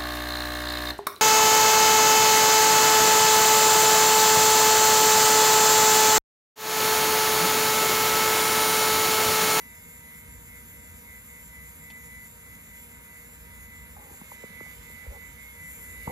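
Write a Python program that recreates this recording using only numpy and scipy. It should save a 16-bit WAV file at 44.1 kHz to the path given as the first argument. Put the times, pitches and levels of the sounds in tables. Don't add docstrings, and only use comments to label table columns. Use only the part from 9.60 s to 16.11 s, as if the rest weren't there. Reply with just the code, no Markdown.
import sys
import numpy as np
from scipy import signal
from scipy.fft import rfft, irfft
from scipy.io import wavfile
from scipy.ndimage import uniform_filter1d

SR = 44100
rng = np.random.default_rng(int(sys.argv[2]) if len(sys.argv) > 2 else 0)


def output_pcm(signal):
    pcm = np.clip(np.atleast_2d(signal).T, -1, 1) * 32767
    wavfile.write(sys.argv[1], SR, np.round(pcm).astype(np.int16))


N = 287091

# pitch_hz, likeness (0 to 1)
LIKENESS = [(50, 1), (250, 0.94), (700, 0.75), (2000, 0.3), (3000, 0.96), (5600, 0.023), (7500, 0.12),
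            (7950, 1), (9600, 0.86), (11000, 1), (12300, 0.11), (13000, 1), (14600, 1), (15500, 0.36)]
# pitch_hz, phase_radians
RIGHT_PHASE = [(0, .4), (150, .45), (700, 1.7), (2000, 1.5), (3000, 3.1), (4000, 5.4), (7000, 7.6),
               (7950, 9.42), (8750, 9.42), (10700, 12.5), (12950, 15.71), (14150, 15.71), (15400, 18.8)]

# start_s, level_db, end_pitch_hz, start_pitch_factor, length_s
KNOCKS = [(4.514, -43, 200, 3.3, 0.0059), (4.614, -40, 850, 1.3, 0.0039), (4.616, -37.5, 165, 1.9, 0.012),
          (4.7172, -35, 900, 1.26, 0.0063), (4.719, -45, 485, 1.35, 0.0092), (4.8367, -47, 1000, 1.8, .003),
          (4.837, -35.5, 394, 2.04, 0.01), (4.842, -39, 140, 2.3, 0.011), (4.901, -45.5, 197, 0.96, 0.018),
          (5.009, -37, 230, 5.4, 0.0095), (5.005, -40, 1090, 1.4, 0.003), (5.014, -43.5, 110, 2.8, 0.02),
          (5.063, -46.5, 500, 4.4, 0.0058), (5.301, -46, 400, 1.8, 0.0052), (5.463, -44.5, 465, 1.5, 0.012),
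          (5.47, -31, 56, 1.3, 0.064), (6.472, -31, 493, 1.13, 0.0071), (6.476, -27, 900, 1.22, 0.0061),
          (6.477, -22.5, 98, 2.4, 0.0083), (6.491, -39, 624, 1.94, 0.015), (6.494, -31, 80.4, 6.3, 0.0083),
          (6.5014, -34, 474, 1.56, 0.0066), (6.505, -47, 950, 1.05, 0.009)]
# start_s, length_s, level_db, change_over_stroke_db
RUBS = [(4.364, 0.079, -46.5, -9), (4.44, 0.12, -53.5, -2.5), (5.439, 0.144, -57.5, 5),
        (6.467, 0.065, -43.5, 9.5)]
# pitch_hz, width_hz, level_db
SHELL_MODES = [(502, 190, 3), (814, 50, 11), (900, 69, 3), (252, 22, -11)]
# start_s, length_s, level_db, top_pitch_hz
CREAK = (5.5, .1, -54, 570)
RUB_EDGE_S, RUB_DRY_SHARE = .007, 0.29
CREAK_SAG, CREAK_FADE_DB = .25, -8

# start_s, peak_db, tail_db, tail_time_to_fall_60_db_s
TICK = (2.3028, -33.5, -60, .07)
# delay_s, level_db
TICK_BLOWS = [(0, -2), (.0012, 0), (.0045, -10), (.0075, -7), (.009, -5), (.0162, -9)]
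# pitch_hz, level_db, time_to_fall_60_db_s
TICK_MODES = [(950, -11, .025), (2700, -3, .007), (3100, -6, .02), (3550, 0, .011), (4370, -2, .009),
              (5700, -6, .005), (6900, -5, .004)]
# pitch_hz, relative_level_db
TICK_COLOUR = [(500, -10), (3300, 0), (5500, -8), (13000, -35)]

# time_s, rumble_db, rush_db, hiss_db, left_minus_right_db
MOVE = [(0, -58, -63, -57.5, -1), (.7, -55.5, -62.5, -57, -1.5), (1.05, -53.5, -62.5, -57, -1),
        (1.55, -55.5, -62.5, -57.5, -1), (2.0, -56, -62.5, -56.5, -1), (3.0, -60.5, -62, -58, -0.5),
        (3.65, -58, -62, -58, -2.5), (4.1, -51.5, -62, -59.5, -1.5), (4.5, -57.5, -61.5, -57.5, -3),
        (4.8, -61.5, -59.5, -58.5, -6.5), (5.35, -54.5, -60.5, -58, -8), (5.8, -54, -62, -58.5, -7.5),
        (6.15, -56, -61, -53.5, 2.5), (6.51, -53, -58, -54, -10.5)]
# pitch_hz, relative_level_db
RUMBLE_COLOUR = [(20, -40), (30, -28), (40, -17), (60, 5.5), (100, -9.5), (167, -4), (190, -9), (230, -7.5),
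                 (270, -10), (340, -22), (450, -72)]
RUSH_COLOUR = [(200, -22), (300, -10.5), (480, -1.5), (700, -10.5), (1000, -6), (1600, -5), (2200, -4),
               (2750, -9), (3050, -9), (3300, -18), (3550, -10.5), (4200, -16), (5000, -20), (6000, -24),
               (7000, -54)]
HISS_COLOUR = [(4500, -30), (6000, -18), (7300, -5), (8000, -10), (8500, -8.5), (9000, -5), (9800, -8),
               (11000, -7), (12000, 0), (13500, -4), (14100, -8), (14500, -17), (15700, -19)]
VENT_BAND_HZ = 6300, 13100
RIGHT_BAND_HZ = 3300, 6300
STEADY_SHARE = 0.62
TURN_SHARE = 0.2

# pitch_hz, level_db, left_minus_right_db, wobble_rate_hz
FAN_TONES = [(58, -59, 1, 2), (89.2, -61.5, -0.5, 0.472), (119, -67.5, 1, 0.564), (164.4, -66, 0.5, 2),
             (216.4, -67.5, 0, 1.032), (476, -71, -2, 12), (633, -77, -9.5, 1.5), (950, -77, -8, 14),
             (1244.2, -73.5, -2, .5), (1582.9, -71, 0, .5), (1742, -76, 0, 2), (2100.2, -76, -2, .5),
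             (2527.5, -75, -1, .5)]
# multiple_of_blade_rate, level_db, left_minus_right_db
BLADE_TONES = [(1, -68, 0), (2, -69.5, -2), (3, -79, -2), (4, -68.5, -10)]
BLADE_HZ = 236.1

# pitch_hz, level_db
RIGHT_TONES = [(2336, -77), (2670.5, -79), (3062, -80), (3456, -81), (3564, -83), (3708, -83),
               (4673.4, -84), (5190.5, -85), (5786, -84), (6158.5, -81), (6231, -81), (6302, -83)]
# time_s, change_db
RIGHT_SWELL = [(0, 0), (4.4, -4.5), (4.62, 2), (5.7, -1), (5.93, 2.5), (6.1, 3.5), (6.51, -1.5)]
RIGHT_RISE = 1.4

# pitch_hz, level_db
BEARING_LINES = [(5711.7, -84), (6678, -73), (6750.7, -73), (7111.3, -73), (7269.5, -62), (7594.5, -75),
                 (7789, -76), (8235.8, -73), (8308.5, -73), (8755.3, -68), (8827.3, -69), (9274.8, -75),
                 (10313.1, -72), (10457.7, -73), (10832.5, -79), (11496, -72), (11634.7, -75),
                 (11755.8, -72), (11870.9, -63), (12015.5, -74), (12029, -74), (12390.3, -73),
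                 (12548.5, -74), (12649.4, -74), (15129, -78)]
SIDEBANDS_HZ = -240.3, -158.6, -144.8, -72.4, 0, 72.4, 144.8, 158.6, 240.3
BALL_GAPS_HZ = 0, .145, .34, .58
BALL_SHARES_DB = 0, -4, -9, -5.5
BALL_HZ, LOW_ORDERS_DB = 519.25, -85

WHINE_HZ = 2002.46, 2147.13, 2242.7
WHINE_DB = -0.5, -0.5, -11
# hz_above_slowest, level_db, time_in_step_with_slowest_s
OUTER_WHINE = [(0.0, -61.6, 0.0), (1.196, -61.5, 0.779), (1.629, -61.8, 0.55), (1.958, -62.8, 0.436),
               (2.351, -72.5, 0.281), (4.9, -63.2, 0.102), (5.176, -64, 0.021)]
MIDDLE_WHINE = [(0.0, -74.3, 0.0), (1.164, -74.3, 0.69), (1.589, -70.6, 0.276), (1.904, -70.5, 0.484),
                (2.316, -75.2, 0.415), (4.157, -77.5, 0.038), (4.822, -70.5, 0.092), (5.265, -67.5, 0.16)]
# time_s, change_db
MIDDLE_SWELL = [(0, 0), (.25, 5.5), (.6, 0.5), (5.6, -2.5), (5.88, 7.5), (6.1, -0.5)]
# time_s, lag_s
BEAT_SLIP = [(5.8, 0), (6.2, .03)]
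WHINE_WAVER_DB = 1.43

EDGE_HZ = 15650


def gain_of(db):
    return 10 ** (np.asarray(db) / 20)


def evened(x):
    return x / np.sqrt(np.mean(abs(x) ** 2) + 1e-20)


def read(points, hz):
    f, value = np.transpose(points)
    return np.interp(np.log(hz + 1), np.log(f + 1), value)


def curves(rows, t):
    s, *columns = np.transpose(rows)
    return [np.interp(t, s, column) for column in columns]


def right_phase(hz):
    return np.interp(hz, *np.transpose(RIGHT_PHASE))


def wander(hz):
    t = np.arange(0, N + 512, 256) / SR
    rates = hz * np.geomspace(.1, 1, num=8)
    slow = sum(np.sin(2 * np.pi * (rate * t + rng.random())) for rate in rates)
    return np.interp(np.arange(N) / SR, t, slow / 2)


def paired(x):
    hz = np.fft.rfftfreq(len(x), 1 / SR)
    right = irfft(rfft(x) * np.exp(1j * right_phase(hz)), len(x))
    return np.array([x, right])


def tone(hz, pan_db=0, bend=0):
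    turn = 2 * np.pi * (hz * np.arange(N) / SR + rng.random()) + bend
    left = gain_of(pan_db / 2) * np.cos(turn)
    right = gain_of(-pan_db / 2) * np.cos(turn + right_phase(hz))
    return np.sqrt(2) * np.array([left, right])


def air(colour, patchy_db, pan_db=0):
    frames, hz = N // 512 + 5, np.fft.rfftfreq(2048, 1 / SR)
    a, b, c, d, patches = rng.standard_normal((frames, 1025, 5)).T
    patches = evened(uniform_filter1d(uniform_filter1d(patches, 12, 0), 6, 1))
    alike = np.clip(read(LIKENESS, hz), 0, 1)[:, None]
    left = a + 1j * b
    right = alike * left + np.sqrt(1 - alike ** 2) * (c + 1j * d)
    right = right * np.exp(1j * right_phase(hz))[:, None]
    shade = gain_of(pan_db / 2 / (1 + (1100 / (hz[:, None] + 1)) ** 4))
    level = gain_of(read(colour, hz)[:, None] + patchy_db * patches)
    spectra = np.array([left * shade, right / shade]) * level
    return signal.istft(spectra, nperseg=2048, noverlap=1536)[1][:, :N]


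def band_even(x, lo_hz, hi_hz):
    band_filter = signal.butter(4, [lo_hz, hi_hz], "band", fs=SR, output="sos")
    band = signal.sosfilt(band_filter, x)
    return x / np.sqrt(np.mean(band ** 2))


def lift(x, lo_hz, hi_hz, db):
    band_filter = signal.butter(3, [lo_hz, hi_hz], "band", fs=SR, output="sos")
    band = signal.sosfiltfilt(band_filter, x)
    return x + (gain_of(db) - 1) * band


def shell(x):
    return sum(gain_of(db) * signal.lfilter(*signal.iirpeak(hz, hz / width, SR), x)
               for hz, width, db in SHELL_MODES)


def creak():
    s, length, db, top_hz = CREAK
    u = (np.arange(N + SR) / SR - s) / length
    low = 1 - np.sin(np.pi * np.clip(u, 0, 1) ** 0.52)
    roughness = evened(uniform_filter1d(rng.standard_normal(len(u)), 150))
    hz = top_hz * (1 - CREAK_SAG * low) * (1 + 0.049 * roughness)
    level = np.sqrt(2) * gain_of(db + CREAK_FADE_DB * low) * (u > 0) * (u < 1)
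    return level * np.sin(2 * np.pi * np.cumsum(hz) / SR)


def rub():
    t = np.arange(N + SR) / SR
    happens = rng.random(len(t)) < 4000 / SR
    grains = rng.standard_normal(len(t)) * happens
    ring = shell(grains) + RUB_DRY_SHARE * grains
    ring = signal.sosfilt(signal.butter(6, 1250, fs=SR, output="sos"), ring)
    ring = signal.sosfilt(signal.butter(2, 250, "high", fs=SR, output="sos"), ring)
    level = np.zeros(len(t))
    for s, length, db, change_db in RUBS:
        stroke = gain_of(db + change_db * np.clip((t - s) / length, 0, 1))
        fade = np.clip(np.minimum(t - s, s + length - t) / RUB_EDGE_S, 0, 1)
        level += stroke * fade
    return evened(ring) * level


def knocks():
    out = np.zeros(N + SR)
    for s, db, hz, factor, length in KNOCKS:
        u = np.arange(0, length, 1 / SR) / length
        turns = np.cumsum(hz * factor ** ((1 - u) ** 2.57)) / SR
        swell = np.sin(np.pi * u ** 0.6) ** 2
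        at = round(s * SR)
        out[at:at + len(u)] += gain_of(db) * swell * np.sin(2 * np.pi * turns)
    return out + 0.25 * shell(out)


def tick():
    s, peak_db, tail_db, t60 = TICK
    t, since = np.arange(2000) / SR, np.arange(N) / SR - s
    ring = sum(gain_of(mode_db - 60 * t / decay) * np.sin(2 * np.pi * hz * t)
               for hz, mode_db, decay in TICK_MODES)
    blows = np.zeros(N)
    for delay, blow_db in TICK_BLOWS:
        blows[round((s + delay) * SR)] = gain_of(peak_db + blow_db) / abs(ring).max()
    fading = (since > 0) * gain_of(tail_db - 60 * abs(since) / t60)
    tail = fading * evened(air(TICK_COLOUR, 0)[0])
    return signal.oaconvolve(blows, ring)[:N] + tail


def rumble_air(rumble_db, swell_db):
    level = gain_of(rumble_db + .8 * wander(5))
    rumble = level * band_even(air(RUMBLE_COLOUR, 1.5), 35, 130)
    return lift(rumble, 95, 450, -STEADY_SHARE * swell_db)


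def rush_air(rush_db):
    frame_pan_db = curves(MOVE, np.arange(N // 512 + 5) * 512 / SR)[3]
    return gain_of(rush_db) * band_even(air(RUSH_COLOUR, 1.2, frame_pan_db), 1100, 1900)


def fans(swell_db):
    out = np.zeros((2, N))
    for hz, db, pan, wobble_hz in FAN_TONES:
        level = gain_of(db + swell_db * (hz < 100) + 1.2 * wander(12))
        out += level * tone(hz, pan, 1.5 * wander(wobble_hz))
    for k, db, pan in BLADE_TONES:
        out += gain_of(db + 2.4 * wander(15)) * tone(k * BLADE_HZ, pan, 0.24 * k * wander(6))
    return out


def right_tones(t, near_db, pan_db):
    turn_db = TURN_SHARE * pan_db
    swell_db = curves(RIGHT_SWELL, t)[0]
    out = np.zeros((2, N))
    for hz, db in RIGHT_TONES:
        rise_db = RIGHT_RISE * (hz < RIGHT_BAND_HZ[0]) * np.maximum(near_db, 0)
        level = gain_of(db + 4.4 * wander(8) + swell_db + rise_db - turn_db / 2)
        out += level * tone(hz, turn_db - 8.0, 1.7 * wander(5))
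    return out


def bearings():
    faint_hz = np.add.outer(BALL_HZ * np.arange(3, 30), SIDEBANDS_HZ).ravel()
    under_hiss_db = np.maximum(-79.5 + read(HISS_COLOUR, faint_hz), -94)
    faint_db = np.where(faint_hz < 3400, LOW_ORDERS_DB, under_hiss_db)
    faint_db = faint_db + 2.2 * rng.standard_normal(len(faint_hz))
    hz, db = np.concatenate([np.transpose(BEARING_LINES), [faint_hz, faint_db]], axis=1)
    size = 2 ** 19
    lines = np.zeros(size // 2 + 1, complex)
    for gap, share_db in zip(BALL_GAPS_HZ, BALL_SHARES_DB):
        shifted_hz = hz - np.round(hz / BALL_HZ) * gap
        at = np.round(shifted_hz * size / SR).astype(int)
        phase = np.exp(2j * np.pi * rng.random(len(hz)))
        np.add.at(lines, at, gain_of(db + share_db) * phase)
    return paired(irfft(lines) * size / np.sqrt(2))[:, :N]


def treble_air(t, near_db, pan_db, hiss_db):
    hiss = gain_of(np.median(hiss_db) - 3) * band_even(air(HISS_COLOUR, 2.5), 9000, 11000)
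    lines = gain_of(1.8 * wander(14)) * bearings()
    treble = lift(hiss + lines, *VENT_BAND_HZ, near_db)
    return lift(treble, *RIGHT_BAND_HZ, np.array([0 * t, -TURN_SHARE * pan_db]))


def beat(rows):
    t = np.arange(N) / SR
    t = t - curves(BEAT_SLIP, t)[0]
    return sum(gain_of(db) * np.exp(2j * np.pi * gap * (t - step)) for gap, db, step in rows)


def whine(t, near_db, pan_db):
    outer = beat(OUTER_WHINE)
    middle = beat(MIDDLE_WHINE) * gain_of(curves(MIDDLE_SWELL, t)[0])
    out = np.zeros((2, N))
    for hz, db, swing in zip(WHINE_HZ, WHINE_DB, (outer, middle, outer)):
        level = gain_of(db + WHINE_WAVER_DB * wander(14)) * abs(swing)
        out += level * tone(hz, pan_db + 0.48, np.angle(swing))
    return out * gain_of(1.23 * np.maximum(near_db, 0) - pan_db / 2)


def computer():
    t = np.arange(N) / SR
    rumble_db, rush_db, hiss_db, pan_db = curves(MOVE, t)
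    swell_db = rumble_db - np.median(rumble_db)
    near_db = hiss_db - np.median(hiss_db)
    moving_air = rumble_air(rumble_db, swell_db) + rush_air(rush_db)
    treble = treble_air(t, near_db, pan_db, hiss_db)
    tones = fans(swell_db) + right_tones(t, near_db, pan_db) + whine(t, near_db, pan_db)
    return moving_air + treble + tones


def scene():
    hand = paired(knocks() + rub() + creak())[:, :N]
    return hand + tick() + computer()


def record(dry):
    dry = signal.sosfilt(signal.butter(3, 31, "high", fs=SR, output="sos"), dry)
    band_limit = signal.firwin(511, EDGE_HZ, window=("kaiser", 9), fs=SR)
    return signal.oaconvolve(dry, band_limit[None], "same")


dry = scene()
out = record(dry)
output_pcm(out)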